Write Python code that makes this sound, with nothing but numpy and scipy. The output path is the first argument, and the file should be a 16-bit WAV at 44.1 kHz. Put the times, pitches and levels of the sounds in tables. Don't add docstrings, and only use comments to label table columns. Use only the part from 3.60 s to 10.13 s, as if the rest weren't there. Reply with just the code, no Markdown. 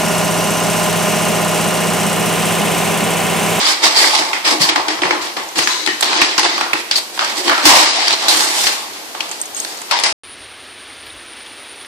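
import sys
import numpy as np
from scipy import signal
from scipy.fft import rfft, irfft
from scipy.io import wavfile
from scipy.ndimage import uniform_filter1d

SR = 44100
rng = np.random.default_rng(int(sys.argv[2]) if len(sys.argv) > 2 else 0)


def linear_from_db(decibels):
    return 10 ** (np.asarray(decibels, float) / 20)


def to_wav(sig):
    pcm = np.clip(np.atleast_2d(sig), -1, 1) * 32767
    pcm = np.round(pcm).astype(np.int16)
    wavfile.write(sys.argv[1], SR, pcm.T)


N = 287840

# (time [s], crackle [dB], fade [dB/s], box over crackle [dB], tape fizz over crackle [dB])
TUGS = [(0.7298, -22, 130, -7, -31.5), (1.092, -16, 261.5, -4, -47), (1.157, -18.5, 145, -0.5, -35.5),
        (1.281, -18, 122, -6, -43), (1.4198, -24, 40, 1, -37), (1.507, -20, 165, 1, -38.5),
        (1.765, -23.5, 183, -1, -27.5), (1.9884, -16.5, 113, -14.5, -8.5), (2.0723, -19, 75, -20.5, -10),
        (2.2717, -24, 57, -11, -17), (2.424, -18, 20, -5.5, -16), (2.6162, -12, 82, -12.5, -28),
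        (2.7803, -13, 200, -13, -22), (2.7935, -14, 170, -12, -22), (2.83, -14, 119, -7, -30),
        (2.845, -13.5, 150, -6.5, -25), (3.0095, -21.5, 118, -5.5, -41), (3.1332, -25.5, 183, 3, -21),
        (3.31, -14.5, 184, -26, -40), (3.59, -19.5, 44, -8, -23), (3.8778, -16, 140, -2, -32.5),
        (3.9788, -23, 4, -2.5, -15), (4.622, -19.5, 18, -5.5, -18), (4.11, -9, 30, -4, -8),
        (4.15, -9.5, 30, -5, -8), (4.684, -17.5, 13, -7, -1.5), (5.33, -32, 90, -7, -10),
        (5.545, -35, 90, 1, -15), (5.6036, -30, 63.5, -6, -10.5), (5.65, -33, 30, -6, -12),
        (5.712, -31, 120, -9, -4), (6.3096, -14.5, 81.5, -8, -36.5), (6.4373, -13, 150, -9.5, -17)]
# (time [s], swell [s], crackle [dB], fade [dB/s], tape fizz over crackle [dB])
PULLS = [(0.0, 0.01, -16.5, 38, -17), (.04, 0.032, -14.5, 32, -10), (0.124, 0.026, -21, 100, -17),
         (0.215, 0.024, -11, 27.5, -13), (.275, 0.027, -17.5, 19.5, -17), (.335, 0.056, -13, 43, -7),
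         (.52, 0.033, -14, 92, -11.5), (0.84, 0.012, -15.5, -1, -16), (.868, 0.0087, -11.5, 250, -13),
         (.905, 0.0064, -14.5, 172, -10), (.995, 0.013, -17, 0, -3), (1.006, 0.014, -13, 129, -6.5),
         (1.605, 0.011, -23, 45, -16), (1.67, 0.008, -27, 161.5, -34), (1.945, 0.014, -20.5, 1, -13),
         (1.972, 0.013, -18, 0, -6), (2.45, 0.24, -15, 10, -57), (2.86, 0.027, -18.5, 44, -35.5),
         (3.15, 0.038, -27, 60, -10), (3.215, .02, -37, 44, -30), (3.338, .025, -21.5, 60, -0.5),
         (3.385, 0.012, -28.5, 154, -4), (3.535, 0.011, -34, 60, -3), (3.68, 0.015, -22.5, 120, -15),
         (3.745, 0.034, -23, 65, -6.5), (3.83, 0.054, -18, 0, -15), (3.93, .02, -22, 20, -29),
         (4.02, 0.0336, -18, 5, -8), (4.051, 0.0044, -7, 20, -5), (4.2, 0.12, -16.5, 2.5, -22),
         (4.543, 0.0083, -23, -2, -17), (4.81, 0.14, -22, 7, -7), (4.9, 0.12, -20.5, 18, 1),
         (5.055, 0.018, -17, 150, -4), (5.1, .015, -22, 98, -4.5), (5.95, 0.0137, -38.5, 15.5, 6.5),
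         (6.09, 0.016, -33, 91, -1), (6.28, 0.0312, -27.5, 5, -12)]
TUG_SWELL_S, OPENING_DROP_DB = 0.00099, -3
PULL_BOX_DB, PULL_TAUT_DB, TUG_TAUT_DB = -8.5, -17, -26
FADE_SHARE = (0.9, 0.49, 1.03, 1, 4.4)
# (time [s], left-right [dB], nearness to box hollow [dB])
PLACE = [(0.0, -2, -19), (.5, -1.5, -9.5), (.9, -0.42, -6), (1.71, -0.5, -1.5), (2.07, 3, 6),
         (2.25, 9, 9.5), (2.45, 0.5, -5.5), (3.2, -1, -0.5), (3.45, 0, -27), (3.8, -2.5, 2),
         (3.9, -2, -6.5), (4.34, 1, -20), (4.58, -1, -8), (5.4, 0, -12), (6.29, 4, -23), (6.53, 0.5, -31.5)]
# (centre [Hz], width [Hz], level [dB])
SHEET = [(2025, 920, -1), (3280, 2700, -3.5), (4650, 2250, -1), (7560, 970, -12)]
# (centre [Hz], width [Hz], level [dB])
BOX_WALL = [(670, 79, -3), (869, 337, 2), (1100, 300, 0)]
# (centre [Hz], width [Hz], level [dB])
BOX_AIR = [(200, 72, -1), (310.4, 17, 14), (339, 290, -3), (353, 41, 10)]
# (centre [Hz], width [Hz], level [dB])
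FIZZ = [(7400, 6800, 1.5), (13200, 1800, -5)]
# (centre [Hz], width [Hz], level [dB])
TAUT = [(4500, 2300, 0)]
# (frequency [Hz], density [dB/Hz])
HUSH = [(18, -53), (30, 19), (240, -4), (312, -1.5), (581, -5), (794, -1.5), (1200, -7.5), (4420, -7),
        (12200, -15.5), (15000, -16)]
HUSH_DB = -28
# (time [s], peak [dB], frequency [Hz], t60 [s])
HUMS = [(0.36, -11.5, 4620, 0.74), (1.508, -15, 2230, 0.11), (.53, -19, 878.6, 1),
        (2.785, -11, 1020, 0.076), (0.912, -14.5, 308, 0.36), (1.016, -10.5, 4600, 0.23),
        (2.08, -19, 1020, 0.41), (2.099, -20, 3980, 0.97), (2.277, -16.5, 1850, 0.392),
        (3.355, -8, 4460, 0.16), (3.615, -19, 1270, .15), (2.786, -13, 880, 0.1), (.875, -16, 4600, .08),
        (4.525, -9.5, 4300, 0.11), (4.06, -19, 294, 0.36), (3.601, -21, 1210, 0.325),
        (4.03, -17.5, 293, 0.29), (4.69, -13, 4800, 0.25), (6.32, -12, 960, 0.25), (3.855, -16, 310, 0.29),
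        (4.686, -10, 4100, .25), (2.03, -23, 6300, 1.2), (2.28, -23, 2980, 0.37), (.052, -13.5, 4760, 0.34),
        (.735, -16, 2000, 0.14)]
# (time [s], peak [dB], frequency [Hz], t60 [s], left-right [dB])
FLECKS = [(.44, -2.5, 1810, 0.033, 1), (0.539, -11, 1100, .03, 0), (0.621, -9, 1900, .03, 0),
          (1.434, -4, 2000, 0.018, -2), (1.5083, -3, 1900, .015, -2), (1.622, -18, 7500, .03, 0),
          (1.655, -22, 8500, .03, 2), (1.835, -20, 6000, .02, 0), (1.888, -19.5, 6000, .02, 0),
          (1.984, -6.5, 9300, 0.026, -4), (2.858, -9, 1500, 0.023, -5), (2.9, -12, 1200, .03, 0),
          (3.3122, -1, 4670, 0.017, -3), (3.5917, -5, 3520, 0.016, -2), (1.0897, -0.5, 3500, .02, -6),
          (1.1588, -6, 1910, 0.034, -4), (3.1318, -1.5, 2360, .02, -7), (5.6057, -11.5, 2500, 0.028, 5),
          (6.049, -19, 1800, .01, 0), (4.482, -0.5, 4500, .012, -1), (4.77, -8, 8000, .03, -5),
          (5.6919, -20, 7500, .02, -5), (5.7136, -11.5, 7300, 0.044, -3), (6.0481, -12, 3960, 0.009, -4),
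          (6.0885, -22, 7790, .02, -2), (6.1733, -19, 7120, .02, -3), (6.2167, -16, 7470, .025, -4),
          (6.3985, -10, 8300, 0.018, -2), (.7312, -8, 2400, .025, -2), (2.2628, -8, 9000, 0.011, 6),
          (2.2628, -7, 3580, .01, 9), (2.274, -7.5, 2180, 0.013, 7), (2.274, -14, 8000, .012, 8),
          (2.4089, -5, 8000, .012, -2), (2.578, -10, 3000, .02, 0), (4.682, -2, 4100, .04, -4),
          (1.4182, -9, 3200, .02, -3.5), (2.545, -14, 6000, .015, 0), (2.779, -1, 5300, 0.028, 2),
          (2.619, -0.5, 2150, .05, -5)]
# (time [s], peak [dB], frequency [Hz])
BUMPS = [(0.6, -45, 117), (.85, -49, 105), (1.39, -46, 105), (1.003, -21.5, 178.7), (1.448, -30.5, 176),
         (1.988, -36.5, 156), (2.618, -34.5, 200), (3.129, -44, 105), (3.329, -49, 198.4),
         (4.051, -42, 123), (4.108, -33, 191), (4.478, -54, 198), (5.051, -58, 187)]
# (time [s], length [s], level [dB], frequency [Hz])
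STIRS = [(0.663, .1, -60, 80), (1.03, 0.33, -53, 80), (1.44, 0.27, -54, 70), (1.78, 0.11, -56, 70),
         (1.94, .1, -48, 70), (2.24, .14, -54, 60), (2.4, .08, -54, 70), (2.592, .07, -46, 70),
         (2.76, .06, -59, 70), (2.99, .06, -54, 70), (3.107, .07, -48, 70), (3.276, .12, -58, 60),
         (3.618, 0.15, -70, 80), (3.85, .09, -56, 110), (4.043, 0.16, -49, 60), (4.45, .08, -58, 60),
         (4.627, .1, -60, 70), (5.01, 0.075, -49, 80), (5.13, 0.31, -58, 60), (5.84, 0.21, -61, 70),
         (6.282, .1, -55, 70), (6.398, .08, -60, 70), (.78, .14, -64, 80), (5.43, .12, -63, 70),
         (5.6, .2, -66, 80), (6.1, .15, -68, 70), (1.58, .1, -62, 90), (2.48, .1, -57, 80)]
# (time [s], peak [dB], sheet ring [Hz], room tail [dB], left-right [dB])
SNAPS = [(.7314, -4.5, 1870, 3.5, -1), (1.0953, -1, 2280, -3, 6), (1.1594, -1.5, 1770, -3, 1.5),
         (1.2835, -8, 2220, 4.5, 6), (1.4198, -8, 2110, 8.5, -3), (1.769, -10.5, 1950, 5, 0),
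         (1.9889, 1.5, 2160, -4, -2), (2.0728, 0, 1700, -2.5, 1.5), (2.2631, -9, 3020, -19.5, 6.5),
         (2.4095, -11.5, 6260, -7, -15), (2.4272, 1, 3260, -2, -4), (2.6165, 5.5, 2070, -8, -3),
         (2.7814, -3, 1010, -10.5, 4.8), (3.0097, -2.5, 1485, 1.5, 1.5), (3.1322, -3, 1920, -1.5, 0),
         (3.3122, -4.5, 3850, -1, 3), (3.5925, -7.5, 1100, 5, -4), (3.8805, -1, 3420, -4, 1),
         (3.8954, 0, 1470, 5, -1), (4.0539, 7, 4180, -7, -7), (4.6832, -1, 4270, -10, -3),
         (5.6056, -8, 3400, -7, 7), (6.3116, -4.5, 3000, -9, 10), (6.4362, 0, 5070, 2.5, 3)]
# (time [s], peak [dB], sheet ring [Hz], left-right [dB])
CRACKS = [(0.8463, -19, 1000, -3), (1.39, -14, 980, 0), (2.794, -2.5, 4740, 2.36), (2.846, -11, 3500, -8),
          (0.877, -11, 4500, -9), (1.0895, -2, 2240, -1), (1.434, -8, 1010, 2), (1.453, -6.5, 1030, -1),
          (1.5078, -3, 1100, 2), (2.2742, -10.5, 1830, 16), (2.53, -3.5, 1690, -4.5),
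          (2.574, -26, 2100, -1), (2.831, -6.5, 2150, -5), (2.9795, -8, 1060, -5), (3.576, -12.5, 1020, -2),
          (3.6476, -8, 4400, -1), (3.9787, -4.5, 1060, -1), (4.481, -9, 3080, -11.5), (4.507, -8, 3040, -8),
          (4.528, -13, 4350, -6), (4.624, -14.5, 4200, 2.5), (4.806, -0.5, 4630, -0.98),
          (5.069, -0.5, 4040, 8), (5.5493, -16, 1000, -7), (5.689, -21.5, 4920, 0.5),
          (5.7144, -17, 3000, -2.5), (6.049, -13.5, 3920, 0), (6.218, -21, 1150, -4.5),
          (6.3883, -7, 3380, 7), (6.398, -19.5, 1010, 6)]
CRACK_TAIL_DB, KNOCK_DB = 0.5, -7
# (time [s], peak [dB], left-right [dB])
POPS = [(1.284, -9, -1.5), (1.5075, -10, -3.0), (2.0737, -4, 0.0), (2.2628, -3, 10), (2.4089, -1, -1.0),
        (2.4444, -5, 3), (2.576, -8, 0.5), (2.7934, -3, 0.5), (2.8444, -2, 0.5), (3.5917, -7, -1.5),
        (3.6461, -6, -6), (4.4807, -2, 2), (4.5072, -5, -2.5), (4.5276, -4, -3), (5.7134, -17, -0.5),
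        (6.0482, -8, -1.0)]
# (time [s], peak [dB], upper mode over lower [dB], ring t60 [s], left-right [dB])
TICKS = [
    (5.7994, -22, 6, 0.03, 5),
    (5.8144, -6.5, 1.5, 0.021, 0),
    (5.856, -16, -5, 0.04, 5),
    (5.9468, -16, -17, 0.045, 19),
    (5.966, -14.5, -2, 0.12, -4),
    (6.0013, -8, -17, 0.026, 17),
    (6.0294, -25, 2.5, 0.05, -3),
]
# (lower [Hz], upper [Hz])
TICK_HZ = (6630, 8220)
# (near scatter t60 [s], walls t60 [s], walls [dB], dulling [0-1], first echo [s])
ROOM = (0.36, 0.83, -8.5, 0.53, 0.02)
# (frequency [Hz], likeness [0-1])
SAME = [(60, 0.32), (150, 0.73), (300, 0.594), (600, 0.94), (1200, 0.22), (3000, 0.0084), (15000, 0.0067)]
# (frequency [Hz], left-right [dB])
LEAN = [(60, 3), (130, 4), (290, 2), (640, 0.5), (1400, 1), (3090, -0.5), (5600, 1.5), (8500, -5.5),
        (15000, -5)]
# (start [s], end [s], silent above [Hz])
TOP_LOSS = [(.6, .66, 13200), (1.11, 1.155, 10200), (1.18, 1.22, 13200), (1.4, 1.47, 12800),
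            (2.9, 2.94, 13000), (4.5, 4.54, 12200), (2.5, 2.57, 11800), (2.57, 2.61, 10500),
            (2.635, 2.7, 12000), (2.79, 2.9, 11500), (4.26, 4.4, 11400), (4.4, 4.47, 13000),
            (6.32, 6.37, 11800), (6.43, 6.6, 11000)]
LOW_CUT_HZ, BASS_CUT_HZ, EDGE_HZ = 261, 110, 14530
LEFT_LATE_S = 0.0002


def evened(x):
    return x / np.sqrt(np.mean(x ** 2) + 1e-20)


def peaked(x):
    return x / abs(x).max()


def read(points, hz):
    f, value = np.transpose(points)
    return np.interp(np.log(hz + 1), np.log(f + 1), value)


def band(x, low_hz, high_hz, order=2):
    return signal.lfilter(*signal.butter(order, (low_hz, high_hz), "band", fs=SR), x)


def decay(t60_s, size):
    return linear_from_db(-60 * np.arange(size) / SR / t60_s)


def ring(hz, t60_s, size=4096, turn=0):
    t = np.arange(size) / SR
    return decay(t60_s, size) * np.sin(2 * np.pi * (hz * t + turn))


def peaks(modes, hz):
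    power = sum(linear_from_db(2 * db) / (1 + (2 * (hz - f) / width) ** 2) ** 2 for f, width, db in modes)
    return evened(np.sqrt(power))


def add(mix, s, sound, pan_db):
    part = mix[:, round(s * SR):][:, :sound.shape[-1]]
    gains = linear_from_db(np.array([[pan_db / 2], [-pan_db / 2]]))
    part += gains * sound[..., :part.shape[1]]


def room(sound, echoes):
    near_t60_s, wall_t60_s, wall_db, dull, first_s = ROOM
    size = echoes.shape[1]
    walls = evened(signal.lfilter([1], [1, -np.clip(dull, 0, .9)], echoes[::-1, ::-1]))
    tail = echoes * decay(near_t60_s, size) + walls * linear_from_db(wall_db) * decay(wall_t60_s, size)
    tail *= np.clip(np.arange(size) / SR / first_s, 0, 1) ** 2
    return signal.fftconvolve(sound, tail / np.linalg.norm(tail[0]), axes=1)


def airborne(x):
    cuts = [signal.butter(4, hz, "high", fs=SR, output="sos") for hz in (LOW_CUT_HZ, BASS_CUT_HZ)]
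    return signal.sosfilt(np.vstack(cuts), x)


def strokes():
    t, share = np.arange(N) / SR, np.array(FADE_SHARE)[:, None]
    rows = [(s, TUG_SWELL_S, db, fade, box, fizz, TUG_TAUT_DB) for s, db, fade, box, fizz in TUGS]
    rows += [(s, swell, db, fade, PULL_BOX_DB, fizz, PULL_TAUT_DB) for s, swell, db, fade, fizz in PULLS]
    levels_db = None
    for s, swell_s, db, fade, box_db, fizz_db, taut_db in sorted(rows):
        crest = db + np.array([[0], [box_db], [box_db], [fizz_db], [taut_db]])
        if levels_db is None:
            levels_db = crest - OPENING_DROP_DB + 0 * t
        at = round(max(s, 0) * SR)
        since, swell_s = t[at:] - t[at], max(swell_s, 1 / SR)
        swell = (levels_db[:, [at]] - crest) * np.maximum(1 - since / swell_s, 0)
        levels_db[:, at:] = crest + swell - share * fade * np.maximum(since - swell_s, 0)
    return levels_db


def puff(t60_s, size=4096):
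    shape = decay(t60_s, size) ** 2
    return shape / shape.sum()


def fibre_breaks(per_s=3000, spread_db=3.4, clump_db=.3, scatter_t60_s=0.11):
    clumps = evened(uniform_filter1d(uniform_filter1d(rng.standard_normal(N), 300), 300))
    size = linear_from_db(spread_db * np.minimum(rng.exponential(1, N), 3.8) + clump_db * clumps)
    hits = size ** 2 * (rng.random(N) < per_s / SR)
    energy = signal.oaconvolve(hits, puff(scatter_t60_s) + 0.24 * puff(0.006))[:N]
    return evened(np.sqrt(abs(energy)) * rng.standard_normal((2, N)))


def shifting(x, patch_db=1.5):
    hz, t, z = signal.stft(x, SR, nperseg=256)
    patches = rng.standard_normal((len(hz), len(t)))
    patches = evened(uniform_filter1d(uniform_filter1d(patches, 2, 0), 24, 1))
    return evened(signal.istft(z * linear_from_db(patch_db * patches), SR, nperseg=256)[1][:, :N])


def crackle(rumble_db=-62):
    z = rfft(shifting(fibre_breaks()))
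    hz = np.fft.rfftfreq(N, 1 / SR)
    sheet_db, wall_db, air_db, fizz_db, taut_db = strokes()
    place_s, place_pan_db, place_hollow_db = np.transpose(PLACE)
    t = np.arange(N) / SR
    pan_db = np.interp(t, place_s, place_pan_db)
    hollow_db = np.interp(t, place_s, place_hollow_db)
    layers = ((SHEET, sheet_db + 0.5), (BOX_WALL, wall_db + 0.27), (BOX_AIR, air_db + hollow_db),
              (FIZZ, fizz_db - .1), (TAUT, taut_db))
    mix = airborne(sum(irfft(z * peaks(modes, hz), N) * linear_from_db(db) for modes, db in layers))
    mix += linear_from_db(rumble_db + sheet_db) * irfft(z * peaks([(95, 40, 0)], hz), N)
    return mix * linear_from_db(np.outer([.5, -.5], pan_db))


def hush():
    z = rfft(rng.standard_normal((2, N))) * linear_from_db(read(HUSH, np.fft.rfftfreq(N, 1 / SR)))
    return linear_from_db(HUSH_DB) * evened(irfft(z, N))


def hums(width_share=0.058, rise_s=0.0031):
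    out, t = np.zeros((2, N)), np.arange(SR // 3) / SR
    for s, db, hz, t60_s in HUMS:
        noise = rng.standard_normal((2, len(t)))
        narrow = signal.lfilter(*signal.iirpeak(hz, 1 / width_share, SR), noise)
        add(out, s, evened(narrow) * linear_from_db(db - 60 * t / t60_s) * np.clip(t / rise_s, 0, 1), 0)
    return out


def flecks(span=1.16, echo_db=-9):
    out, size = np.zeros((2, N)), 2048
    for s, db, hz, t60_s, pan_db in FLECKS:
        noise = rng.standard_normal((2, 8192))
        burst = band(noise[:, :size] * decay(t60_s, size), hz / span, hz * span)
        burst = linear_from_db(db) * peaked(burst)
        add(out, s, burst, pan_db)
        add(out, s, linear_from_db(echo_db) * room(burst, noise), pan_db / 2)
    return out


def bumps(t60_s=0.16, rise_s=0.0093, right_share=0.864):
    out, size = np.zeros((2, N)), 8192
    soft = np.clip(np.arange(size) / (rise_s * SR), 0, 1)
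    for s, db, hz in BUMPS:
        knock = np.array([ring(hz, t60_s, size), ring(right_share * hz, t60_s, size)])
        add(out, s, linear_from_db(db + 4.5) * soft * knock, 0)
    return out


def stir(span=1.6, lift=1.17):
    out = np.zeros((2, N))
    for s, length_s, db, hz in STIRS:
        edges_hz = (lift * hz / span, lift * hz * span)
        sos = signal.butter(2, edges_hz, "band", fs=SR, output="sos")
        low = signal.sosfilt(sos, rng.standard_normal((2, 16384)))[:, -round(length_s * SR):]
        add(out, s, linear_from_db(db) * evened(low) * np.hanning(low.shape[1]), 0)
    return out


def snaps(knock_t60_s=0.03, crack_hz=(1000, 2600), reach=0.43):
    crack_t60_s, sheet_t60_s, sheet_span = .016, .04, 1.3
    bright_db, brighter = -28, .8
    out, size = np.zeros((2, N)), 4096
    knock = ring(BOX_WALL[1][0], knock_t60_s) + 0.12 * ring(BOX_AIR[1][0], 2 * knock_t60_s)
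    rows = SNAPS + [(s, db, hz, CRACK_TAIL_DB, pan_db) for s, db, hz, pan_db in CRACKS]
    for s, db, hz, tail_db, pan_db in sorted(rows):
        splinters, echoes = rng.standard_normal((2, 2, 16384))
        burst = splinters[:, :size]
        crack = band(burst, crack_hz[0], crack_hz[1] + reach * hz)
        crack = (crack + linear_from_db(bright_db + brighter * db) * burst) * decay(crack_t60_s, size)
        sheet = band(splinters[:, -size:], hz / sheet_span, hz * sheet_span, order=1)
        sheet = sheet * decay(sheet_t60_s, size)
        sound = 0.83 * peaked(crack) + 0.97 * peaked(sheet) + 0.37 * linear_from_db(KNOCK_DB) * knock
        sound = linear_from_db(db) * sound
        add(out, s, sound, pan_db)
        add(out, s, linear_from_db(tail_db - 3.5) * room(sound, echoes), pan_db / 2)
    return out


def pops(t60_s=0.0055, band_hz=(1500, 6500), trim_db=-0.5):
    out, size = np.zeros((2, N)), 512
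    for s, db, pan_db in POPS:
        click = band(rng.standard_normal(size) * decay(t60_s, size), *band_hz)
        add(out, s, linear_from_db(db + trim_db) * peaked(click)[None], pan_db)
    return out


def ticks(click_level=0.55):
    out = np.zeros((2, N))
    for s, db, upper_db, t60_s, pan_db in TICKS:
        modes = ring(TICK_HZ[0], t60_s) + linear_from_db(upper_db) * ring(TICK_HZ[1], 2.3 * t60_s)
        click = band(rng.standard_normal((2, 4096)), 6800, 11500) * ring(50, 0.011, turn=0.28)
        add(out, s, linear_from_db(db) * (.5 * modes + click_level * 1.5 * click), pan_db)
    return out


def scene():
    by_air = airborne(hush() + hums() + snaps() + ticks())
    return crackle() + by_air + flecks() + bumps() + stir() + pops()


def thinned_treble(x, margin_db=-20, jitter_db=9.5, from_hz=10200):
    hz, t, z = signal.stft(x, SR, nperseg=2048)
    power = (abs(z) ** 2).mean(0)
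    middle = power[hz < 8000].mean(0)
    band_db = 10 * np.log10(uniform_filter1d(power, 24, 0) / middle + 1e-12)
    band_db = band_db[::16].repeat(16, 0)[:len(hz)]
    luck = rng.standard_normal((len(hz) // 6 + 1, len(t))).repeat(6, 0)[:len(hz)]
    keep = np.clip((band_db - margin_db + jitter_db * luck) / 2, 0, 1)
    for start_s, end_s, top_hz in TOP_LOSS:
        keep[np.ix_(hz > top_hz, (t > start_s) & (t < end_s))] = 0
    keep[hz < from_hz] = 1
    return signal.istft(z * keep, SR, nperseg=2048)[1][:, :N]


def top_cut(x):
    return signal.sosfilt(signal.butter(12, 15550, fs=SR, output="sos"), x)


def record(dry):
    hz = np.fft.rfftfreq(N, 1 / SR)
    left, right = rfft(dry)
    lean = np.arcsin(np.clip(read(SAME, hz), -.95, .95)) / 2
    own, other = np.cos(lean), np.sin(lean)
    pair = np.array([own * left + other * right, other * left + own * right])
    pair *= linear_from_db(np.outer([.5, -.5], read(LEAN, hz)))
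    pair /= np.sqrt(1 + (hz / EDGE_HZ) ** 160)
    pair[0] *= np.exp(-2j * np.pi * hz * LEFT_LATE_S)
    mix = np.clip(thinned_treble(irfft(pair, N)), -1, 1)
    return top_cut(mix)


dry = scene()
out = record(dry)
to_wav(out)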